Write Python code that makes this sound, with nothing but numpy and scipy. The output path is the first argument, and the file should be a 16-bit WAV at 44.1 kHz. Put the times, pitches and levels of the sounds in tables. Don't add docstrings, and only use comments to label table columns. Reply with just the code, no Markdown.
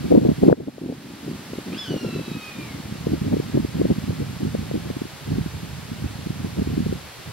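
import sys
import numpy as np
from scipy import signal
from scipy.fft import rfft, irfft
from scipy.io import wavfile
from scipy.ndimage import uniform_filter1d

SR = 44100
rng = np.random.default_rng(int(sys.argv[2]) if len(sys.argv) > 2 else 0)


def digitize_waveform(pressure):
    field = np.atleast_2d(pressure).T
    bounded = np.clip(field, -1, 1)
    quanta = np.round(bounded * 32767).astype(np.int16)
    wavfile.write(sys.argv[1], SR, quanta)


N = 322812
TIME = np.arange(N) / SR
BINS = np.arange(N // 2 + 1) * SR / N

# t/s, relative peak level/dB, f/Hz
EDDIES = [(0.124, -6, 417), (0.151, -4, 385), (0.177, 0, 293), (0.251, -10, 362), (0.291, -2.5, 231),
          (0.437, -5.5, 387), (0.489, 2, 314), (0.499, -5, 524), (0.528, 10, 413), (0.606, -9, 302),
          (0.676, -8.5, 262), (0.783, -14.5, 403), (0.862, -9, 250), (0.9, -7, 255), (0.925, -13, 424),
          (1.535, -16, 304), (1.587, -16, 318), (1.908, -13, 273), (1.942, -13, 380), (1.966, -15.5, 338),
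          (2.048, -15, 333), (2.162, -15, 328), (2.196, -17, 340), (2.317, -16, 227), (3.07, -8.5, 283),
          (3.121, -11, 180), (3.137, -8.5, 207), (3.219, -11, 166), (3.325, -14, 227), (3.342, -10, 267),
          (3.369, -12.5, 310), (3.401, -11, 278), (3.545, -12, 237), (3.575, -7.5, 286),
          (3.601, -12.5, 200), (3.65, -11, 227), (3.817, -8.5, 340), (3.855, -8.5, 337), (3.904, -7.5, 250),
          (3.917, -7, 172), (3.986, -13, 178), (4.041, -16, 165), (4.098, -11, 134), (4.215, -18, 198),
          (4.453, -13, 204), (4.551, -13, 388), (4.594, -14.5, 152), (4.714, -18, 400), (4.743, -14.5, 264),
          (4.762, -16, 219), (4.903, -17.5, 340), (4.911, -17, 180), (4.969, -16.5, 217), (5.019, -15, 256),
          (5.055, -23.5, 270), (5.32, -11, 170), (5.385, -11.5, 222), (5.463, -15.5, 198),
          (5.919, -17.5, 182), (6.043, -18.5, 218), (6.271, -17.5, 225), (6.306, -13.5, 191),
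          (6.404, -19, 170), (6.58, -18.5, 188), (6.621, -10.5, 196), (6.675, -13.5, 220),
          (6.779, -10, 230), (6.805, -10, 183), (6.865, -15, 282), (6.927, -14, 306)]
# t/s, share from the side/0-1, gain of large slow eddies/dB
WIND_ANGLE = [(.3, 0.96, -2), (.8, 0.21, -20.5), (2.1, 0.22, -21.5), (2.7, 0.3, -13), (3.2, 0.71, -2),
              (5.4, 0.76, 6), (6.8, 0.77, 5)]


def undb(db):
    return 10 ** (np.asarray(db) / 20)


def curves(table):
    times, *columns = np.transpose(table)
    return [np.interp(TIME, times, column) for column in columns]


def spectra(table):
    hz, *columns = np.transpose(table)
    return [np.interp(np.log(BINS + 1), np.log(hz), column) for column in columns]


def shape(x, gain):
    return irfft(rfft(x) * gain, N)


def unit(x):
    return x / np.sqrt(np.mean(x ** 2))


def wander(hz):
    return unit(shape(rng.standard_normal(N), np.exp(-(BINS / hz) ** 2)))


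def envelope(start, end, attack_s, release_s):
    return np.clip(np.minimum((TIME - start) / attack_s, (end - TIME) / release_s), 0, 1)


def airflow(swell_db=2.2, wake_db=-11.5, wake_s=0.0065):
    # t/s, relative level/dB
    breeze = [(0, -27), (.38, -39), (.65, -35), (1.1, -36), (1.83, -45), (2.48, -46), (2.75, -37.5),
              (4.1, -34.5), (4.9, -37.5), (5.15, -51), (5.6, -35.5), (5.85, -39.5), (6.75, -36), (7.1, -51)]
    # start t/s, length/s, relative level/dB
    gusts = [(0.1, 0.11, -16), (0.197, 0.15, -23.5), (0.26, 0.062, -19.5), (0.409, 0.12, -17.5),
             (0.558, 0.097, -25.5), (0.666, 0.05, -22), (0.8, 0.15, -25), (1.233, 0.16, -34),
             (1.661, 0.13, -31), (1.874, 0.13, -26.5), (2.005, 0.12, -28), (2.118, 0.13, -30.5),
             (2.267, 0.14, -33.5), (2.543, 0.1, -34), (3.067, 0.14, -29.5), (3.204, 0.12, -29),
             (3.308, 0.056, -16.5), (3.525, 0.11, -28.5), (3.73, 0.16, -26.5), (3.895, 0.043, -19),
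             (4.086, 0.055, -24), (4.182, 0.083, -26), (4.396, 0.12, -27.5), (4.727, 0.066, -25.5),
             (4.839, 0.061, -27.5), (5.25, 0.2, -28.5), (5.292, 0.056, -23.5), (6, 0.11, -35),
             (6.436, 0.055, -24.5), (6.56, 0.069, -24), (6.688, 0.16, -28), (6.834, 0.16, -30),
             (7.254, 0.068, -34)]
    power = undb(curves(breeze)[0] + swell_db * wander(22)) ** 2
    for start, length, db in gusts:
        power += (undb(db) * envelope(start, start + length, attack_s=0.018, release_s=0.035)) ** 2
    for at, peak_db, _ in EDDIES:
        gap_s = np.abs(TIME - at)
        near = gap_s < 4 * wake_s
        power[near] += (undb(peak_db + wake_db) * np.exp(-gap_s[near] / wake_s)) ** 2
    return 10 * np.log10(power)


def turbulence(gain_db=1.8, flicker_db=3.5, light_db=-33, hard_db=-15, large_hz=190, evenness=0.91):
    # f/Hz, relative level/dB
    light_gust = [(20, -35), (40, -38), (70, 2), (150, 4), (260, -5.5), (420, -20), (750, -41), (1500, -92)]
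    hard_gust = [(20, -48), (40, -42), (70, -22), (150, 1), (280, 2), (450, -10.5), (750, -24),
                 (1050, -36.5), (1500, -65)]
    wind_db = airflow()
    hardness = np.clip((wind_db - light_db) / (hard_db - light_db), 0, 1)
    noise = rng.standard_normal(N)
    light, hard = (unit(shape(noise, undb(spectra(gust)[0]))) for gust in (light_gust, hard_gust))
    rumble = (1 - hardness) * light + hardness * hard
    large_eddies = shape(rumble, 1 / (1 + (BINS / large_hz) ** 4))
    rumble += large_eddies * (undb(curves(WIND_ANGLE)[1]) - 1)
    local_power = uniform_filter1d(rumble ** 2, size=1100)
    rumble = unit(rumble / local_power ** (evenness / 2))
    return unit(rumble * undb(flicker_db * wander(91))) * undb(wind_db + gain_db)


def wind(eddy_gain_db=-1, width_cycles=0.46):
    # f/Hz, phase lead of left/rad, left minus right/dB
    ports = [(40, .1, -12), (90, 0.18, -2), (168, 1.26, -5), (310, 2.1, 0.5), (590, 2.71, 5),
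             (1000, 2.4, 6)]
    rumble = turbulence()
    for at, peak_db, hz in EDDIES:
        cycles = (TIME - at) * hz
        near = np.abs(cycles) < 4
        window = np.exp(-(cycles[near] / width_cycles) ** 2)
        swing = undb(peak_db + eddy_gain_db) * window * np.sin(2 * np.pi * cycles[near])
        rumble[near] = rumble[near] * (1 - np.sqrt(window)) - swing
    lead, balance_db = spectra(ports)
    left_over_right = undb(balance_db) * np.exp(1j * lead)
    side = shape(rumble, (left_over_right - 1) / (left_over_right + 1)) * curves(WIND_ANGLE)[0]
    return np.array([rumble + side, rumble - side])


def hiss(sway_db=0.1):
    # f/Hz, level in a 1 Hz band/dB, left-right correlation/-1 to 1
    noise_floor = [(25, -72, .95), (99, -90, 0.92), (354, -74, 0.52), (980, -76.5, 0.59),
                   (1940, -78.5, 0.59), (4130, -81, 0.49), (4500, -81, 0.36), (6150, -86, -0.31),
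                   (8000, -86.5, -0.46), (9600, -89.5, -0.25), (12000, -89, 0.053), (14000, -95, 0),
                   (15400, -99, -0.77)]
    db, correlation = spectra(noise_floor)
    mid = shape(rng.standard_normal(N), undb(db) * np.sqrt(SR / 4 * (1 + correlation)))
    side = shape(rng.standard_normal(N), undb(db) * np.sqrt(SR / 4 * (1 - correlation)))
    return np.array([mid + side, mid - side]) * undb(sway_db * wander(12))


def whine(hz=15734, left_db=-77, right_db=-69):
    return undb([[left_db], [right_db]]) * np.sqrt(2) * np.sin(2 * np.pi * hz * TIME)


def buzzard(jitter=0.021, shimmer=0.7, rasp_depth=0.7, rasp_hz=430, waver_db=2.4, breath_db=-7):
    # t/s, fundamental f/Hz, level of 2nd harmonic/dB, 3rd relative to 2nd/dB
    mew = [(1.722, 1185, -42.5, -18), (1.745, 1375, -46, -7), (1.765, 1510, -49, -8), (1.78, 1675, -45, -3),
           (1.792, 1727, -34, -4), (1.821, 1718, -34, -11), (1.838, 1660, -41.5, -11),
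           (1.862, 1540, -43, -11), (1.91, 1475, -42, -12), (1.96, 1435, -48, -8),
           (2.06, 1372, -48.5, -4.5), (2.16, 1323, -45.5, -5.5), (2.21, 1308, -52, -3),
           (2.28, 1291, -56, 4), (2.35, 1278, -49, -5), (2.47, 1250, -44.5, -14), (2.55, 1220, -51, -6),
           (2.615, 1192, -47.5, -15), (2.665, 1135, -46, -16), (2.72, 1068, -50, -16),
           (2.76, 1025, -57, -12)]
    # t/s, roughness/0-1, fundamental/dB, 4th harmonic/dB (both relative to the 2nd)
    voice = [(1.735, 0.7, -10, -28), (1.77, .9, -6, -22), (1.795, 0.12, -19, -29), (1.85, 0.35, -5.5, -13),
             (1.92, .2, -11, -13), (2.055, 0.2, -1, -5), (2.085, 0.2, -6, -23), (2.32, 0.35, -4.5, -16),
             (2.48, 0.2, -15, -19), (2.72, 0.45, -18, -25)]
    # multiple of the pitch, level/dB
    half_lines = [(1.5, -20), (2.5, -11), (3.5, -12.5), (4.5, -16.5)]
    hz, level_db, third_db = curves(mew)
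    roughness, first_db, fourth_db = curves(voice)
    unsteady_hz = hz * (1 + jitter * roughness * wander(200) + 0.0024 * wander(47))
    phase = 2 * np.pi * np.cumsum(unsteady_hz) / SR
    tone = sum(undb(db + waver_db * wander(55)) * np.sin(k * phase)
               for k, db in enumerate([first_db, 0, third_db, fourth_db], 1))
    doubling = np.clip((1380 - hz) / 120, 0, 1) * undb(waver_db * wander(24))
    tone += doubling * sum(undb(db) * np.sin(k * phase + 0.35 * wander(120)) for k, db in half_lines)
    rasp = np.sin(2 * np.pi * np.cumsum(rasp_hz * (1 + 0.191 * wander(157))) / SR)
    tone *= 1 + roughness * (shimmer * wander(260) + rasp_depth * rasp)
    breath = unit(shape(rng.standard_normal(N), np.exp(-((BINS - 3400) / 1600) ** 2)))
    sounding = envelope(mew[0][0], mew[-1][0], attack_s=0.0061, release_s=0.031)
    return sounding * undb(level_db) * (np.sqrt(2) * tone + undb(breath_db) * roughness * breath)


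def wood(call, t60_s=0.21, scatter_db=-6, build_s=0.0017):
    # delay t/s, left level/dB, right level/dB
    trunks = [(.024, -15, -17), (.048, -7, -12), (.078, -18, -21), (.25, -19, -25)]
    t = TIME[:2 * SR]
    response = rng.standard_normal((2, len(t))) * undb(-60 * t / t60_s) * (1 - np.exp(-t / build_s))
    response *= undb(scatter_db) / np.linalg.norm(response, axis=1, keepdims=True)
    response[:, 0] += 1
    for delay, left_db, right_db in trunks:
        response[:, int(delay * SR)] += undb([left_db, right_db])
    return signal.fftconvolve(call[None], response, axes=1)[:, :N]


def scene():
    return wood(buzzard()) + wind() + hiss() + whine()


def record(dry, threshold_db=0.5, recovery_db_per_s=16.5, knee_db=2, low_cut_hz=45, top_hz=15830):
    peak_db = 20 * np.log10(np.abs(dry).max(axis=0) + 1e-9)
    recovery_db = recovery_db_per_s * TIME
    held_db = np.maximum.accumulate(peak_db + recovery_db) - recovery_db
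    duck_db = knee_db * np.logaddexp(0, (held_db - threshold_db) / knee_db)
    out = dry * undb(-uniform_filter1d(uniform_filter1d(duck_db, size=50), size=50))
    excess = out - np.clip(out, -0.95, 0.95)
    out -= shape(excess, 1 / (1 + (BINS / 2000) ** 12))
    out = shape(out, BINS ** 2 / np.hypot(BINS ** 2, low_cut_hz ** 2))
    return signal.sosfilt(signal.ellip(12, 0.1, 80, top_hz, fs=SR, output="sos"), out)


dry = scene()
out = record(dry)
digitize_waveform(out)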